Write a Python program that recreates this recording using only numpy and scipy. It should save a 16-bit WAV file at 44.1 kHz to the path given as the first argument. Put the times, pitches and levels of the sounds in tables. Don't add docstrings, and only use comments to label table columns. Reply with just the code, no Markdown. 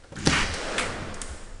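import sys
import numpy as np
from scipy import signal
from scipy.fft import rfft, irfft, next_fast_len
from scipy.io import wavfile

SR = 44100
rng = np.random.default_rng(int(sys.argv[2]) if len(sys.argv) > 2 else 0)


def to_wav(s):
    ch = np.atleast_2d(s).T
    pcm = np.round(np.clip(ch, -1, 1) * 32767)
    wavfile.write(sys.argv[1], SR, pcm.astype(np.int16))


N = 70560


def amp(db):
    return 10 ** (np.asarray(db) / 20)


def unit(x):
    return x / np.sqrt(np.mean(x ** 2) + 1e-20)


def along(points, hz):
    freqs, values = np.transpose(points)
    return np.interp(np.log(hz + 1), np.log(freqs + 1), values)


def since(start):
    return np.maximum(np.arange(N) / SR - start, 0)


def level(rows):
    return amp(np.interp(since(0), *np.transpose(rows)))


def fade(start, t60, attack_s=0.00045):
    t = since(start)
    return (1 - np.exp(-t / attack_s)) * amp(-60 * t / t60)


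def filtered(x, response):
    size = next_fast_len(N + SR // 2)
    hz = np.fft.rfftfreq(size, 1 / SR)
    return irfft(rfft(x, size) * response(hz), size)[:N]


def coloured(x, spectrum):
    return unit(filtered(x, lambda hz: amp(along(spectrum, hz))))


def noise(spectrum):
    return coloured(rng.standard_normal(N), spectrum)


def friction(spectrum, slips_per_s, slip_share):
    slips = unit((rng.random(N) < slips_per_s / SR) * rng.standard_normal(N))
    hiss = rng.standard_normal(N)
    return coloured(np.sqrt(slip_share) * slips + np.sqrt(1 - slip_share) * hiss, spectrum)


def rattle(hz, sharpness, broad_db=-60):
    ring = lambda f: 1 / (1 + 1j * sharpness * (f / hz - hz / (f + 1))) + amp(broad_db)
    return unit(filtered(rng.standard_normal(N), ring))


def in_room(x, echo_db, build_s=0.0042):
    # frequency in Hz, fade time in seconds.
    fade_times = [(100, 0.62), (500, 1.33), (2000, 1.73), (5000, 1.95), (10000, 0.85)]
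    hz, t, spectra = signal.stft(rng.standard_normal(N), SR, nperseg=256)
    decay = amp(-60 * t / along(fade_times, hz)[:, None])
    tail = signal.istft(spectra * decay, SR, nperseg=256)[1][:N]
    tail *= 1 - np.exp(-since(0) / build_s)
    return x + amp(echo_db) * signal.fftconvolve(x, tail / np.linalg.norm(tail))[:N]


def room_noise():
    # frequency in Hz, level in dB.
    tone = [(30, 7), (80, -1), (200, 5), (550, -1), (900, -11), (1800, -15), (2600, -18), (5000, -22),
            (10400, -22), (13000, -58.5)]
    return amp(-58.5) * noise(tone)


def draught():
    # time in seconds, level in dB.
    push = [(0, -51), (.12, -61), (.27, -37.5), (.48, -32), (.61, -37), (.73, -34.5), (.93, -41),
            (1.12, -42), (1.27, -37), (1.42, -42.5), (1.6, -38.5)]
    # frequency in Hz, level in dB.
    tone = [(6, -1.5), (18, 5.5), (36, 1.5), (55, -20.5), (80, -36), (300, -79)]
    return level(push) * noise(tone)


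def thuds(width_s=0.011):
    # time of the peak in seconds, level in dB, pitch in Hz.
    bumps = [(1.046, -35, 135), (1.315, -28.5, 68)]
    out = np.zeros(N)
    for peak_s, db, hz in bumps:
        t = since(0) - peak_s
        out += amp(db) * np.exp(-.5 * (t / width_s) ** 2) * np.cos(2 * np.pi * hz * t)
    return out


def rumble():
    # time in seconds, level in dB.
    drone_levels = [(.10, -80), (.17, -39.5), (.23, -39), (.33, -34.5), (.44, -36.5), (.53, -73),
                    (.65, -50), (.85, -43.5), (1.09, -40.5), (1.2, -49.5), (1.42, -53.5), (1.6, -61)]
    boom_levels = [(.10, -59), (.18, -42), (.32, -39.5), (.46, -34), (.55, -38.5), (.61, -74), (.78, -61),
                   (.85, -40), (1.08, -40.5), (1.18, -50.5), (1.6, -53)]
    # frequency in Hz, level in dB.
    drone_tone = [(70, -15), (115, -1), (150, 2.5), (180, -2), (203, 6.5), (240, -2), (320, -2.5),
                  (380, -6), (500, -33.5)]
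    boom_tone = [(35, -20), (58, -4), (72, 0), (97, 0), (120, -11), (180, -35), (400, -70)]
    return level(drone_levels) * noise(drone_tone) + level(boom_levels) * noise(boom_tone)


def ticks():
    # start in seconds, level in dB, pitch in Hz, body's relative level in dB.
    touches = [(1.1426, -31.5, 6300, -26), (1.2158, -24, 8400, -6)]
    # frequency in Hz, level in dB.
    metal_tone = [(2500, -25), (5000, -13), (6500, -11), (8800, -5.5), (10400, -13.5), (13000, -39)]
    body_tone = [(500, -41), (1400, 1), (2800, -5.5), (4700, -9), (7000, -8.5)]
    out = np.zeros(N)
    for start, db, hz, body_db in touches:
        metal = rattle(hz, sharpness=4.1) + amp(-7.5) * noise(metal_tone)
        body = amp(body_db) * fade(start, t60=0.073) * noise(body_tone)
        echo = amp(-24.5) * fade(start, t60=1) * noise(metal_tone)
        out += amp(db) * (fade(start, t60=0.022) * metal + body + echo)
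    return in_room(out, echo_db=-6)


def floor_strip(dulls_from_s=0.34, dulls_db_per_s=20, split_hz=2530):
    # time in seconds, level in dB.
    loudness = [(.25, -58), (.44, -37.5), (.52, -37.5), (.55, -34), (.65, -32.5), (.74, -30), (.88, -31.5),
                (1.0, -37), (1.2, -42), (1.4, -48), (1.6, -56.5)]
    # frequency in Hz, level in dB.
    tone = [(90, -32), (130, -7), (165, -9.5), (205, -1.5), (380, -2.5), (470, 2), (600, 0), (920, -6.5),
            (1400, -3.5), (2500, -9), (3600, -10), (4500, -10.5), (8600, -13), (10400, -22.5), (13000, -65)]
    rub = friction(tone, slips_per_s=2500, slip_share=0.34)
    low = filtered(rub, lambda hz: 1 / (1 + (hz / split_hz) ** 4))
    treble = amp(-dulls_db_per_s * since(dulls_from_s)) * (rub - low)
    return in_room(level(loudness) * (low + treble), echo_db=-8)


def clacks():
    # start in seconds, level in dB, fade time in seconds, pitch in Hz.
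    hits = [(0.7805, -20, 0.053, 2740), (.788, -24.5, 0.058, 3540), (.794, -22.5, 0.077, 1550),
            (0.807, -29.5, 0.34, 1860)]
    # frequency in Hz, level in dB.
    tone = [(240, -32), (450, -2), (700, -14), (1150, 1), (1600, -1.5), (2400, 0.5), (3200, -6.5),
            (4400, -11.5), (6000, -15.5), (7700, -8), (10400, -14), (13000, -41)]
    out = np.zeros(N)
    for start, db, t60, hz in hits:
        chatter = noise(tone) + amp(-4.5) * rattle(hz, sharpness=3.8)
        out += amp(db) * fade(start, t60) * chatter
    return in_room(out, echo_db=-14.5)


def latch():
    # start in seconds, level in dB, pitch in Hz, fade time in seconds,
    # broad noise's relative level in dB.
    clicks = [(0.036, -50, 1400, 0.098, -31), (0.039, -45.5, 3540, 0.019, -33),
              (0.044, -43, 530, 0.05, -44), (0.122, -35.5, 504, 0.12, -47), (0.156, -40, 4100, 0.05, -23),
              (.164, -34.5, 1525, 0.098, -41), (0.1654, -39, 6500, 0.016, -17),
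              (0.187, -34.5, 6750, 0.024, -12), (0.195, -43, 8450, 0.027, -21),
              (.214, -37, 7100, 0.015, -26), (0.255, -27.5, 6450, 0.097, 1), (.297, -26, 4900, 0.02, -14),
              (0.537, -25.5, 4500, 0.063, 3)]
    out = np.zeros(N)
    for start, db, hz, t60, broad_db in clicks:
        out += amp(db) * fade(start, t60) * rattle(hz, sharpness=5.8, broad_db=broad_db)
    return in_room(out, echo_db=-5)


def bolt():
    # time in seconds, level in dB.
    loudness = [(.13, -93), (.195, -42), (.245, -42.5), (.265, -40), (.30, -26), (.33, -33), (.40, -37),
                (.47, -45), (.6, -100)]
    # frequency in Hz, level in dB.
    tone = [(400, -14.5), (1500, -1), (3000, -3.5), (5200, -5.5), (7300, -5), (8500, -15), (10400, -26.5),
            (13000, -49)]
    grit = friction(tone, slips_per_s=900, slip_share=0.52)
    return in_room(level(loudness) * grit, echo_db=-29)


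def seal():
    # time in seconds, level in dB.
    loudness = [(.12, -100), (.19, -47), (.25, -52.5), (.275, -36), (.31, -31.5), (.332, -24), (.385, -23),
                (.44, -29.5), (.49, -59), (.7, -100)]
    # frequency in Hz, level in dB.
    tone = [(150, -39), (290, -2), (350, -6), (520, -5), (680, -12), (820, -1.5), (1300, 0.5), (2100, 3.5),
            (2550, -0.5), (2900, 1.5), (3600, -12), (6400, -15), (10400, -21.5), (13000, -67)]
    scrape = friction(tone, slips_per_s=3900, slip_share=0.48)
    return in_room(level(loudness) * scrape, echo_db=-9.5)


def knocks():
    # start in seconds, ring level in dB, crack level in dB.
    blows = [(.120, -36, -64), (.157, -37, -49), (.186, -35.5, -49), (0.262, -31, -15), (0.2675, -18, -19),
             (0.272, -10, -5.5), (0.276, -30, -17.5)]
    # pitch in Hz, relative level in dB, fade time in seconds.
    notes = [(72.4, -17, 0.87), (145.2, -15, 0.3), (160.8, -19.5, 0.6), (159, -4, 0.07),
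             (203.4, -17.5, 0.77), (237, -3, 0.027), (249, -19.5, 0.29), (285, -17.5, 0.4),
             (557, -7, 0.061), (773, -9.5, 0.062)]
    # frequency in Hz, level in dB.
    crack_tone = [(150, -18.5), (300, 5), (800, -4.5), (1050, -2.5), (1600, 2.5), (2200, -10.5),
                  (3500, -0.5), (5000, 0.5), (6200, -2), (6800, -22), (7600, -4), (8300, -22), (9600, -5),
                  (10400, -29.5), (13000, -40)]
    panel, crack = np.zeros(N), np.zeros(N)
    for start, db, crack_db in blows:
        for hz, note_db, t60 in notes:
            gain = amp(db + note_db + rng.normal(0, 1))
            wave = np.cos(2 * np.pi * hz * since(start))
            panel += gain * fade(start, t60, attack_s=0.00079) * wave
        crack += amp(crack_db) * fade(start, t60=0.012) * noise(crack_tone)
    return in_room(panel, echo_db=-9) + in_room(crack, echo_db=-6)


def scene():
    door = latch() + bolt() + knocks() + seal() + floor_strip() + clacks() + ticks() + rumble()
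    return (door + draught() + thuds() + room_noise())[None]


def record(dry):
    ceiling, top_hz = 0.62, 10400
    rounded = dry[0] / (1 + np.abs(dry[0] / ceiling) ** 6) ** (1 / 6)
    return filtered(rounded, lambda hz: 1 / np.sqrt(1 + (hz / top_hz) ** 200))[None]


dry = scene()
out = record(dry)
to_wav(out)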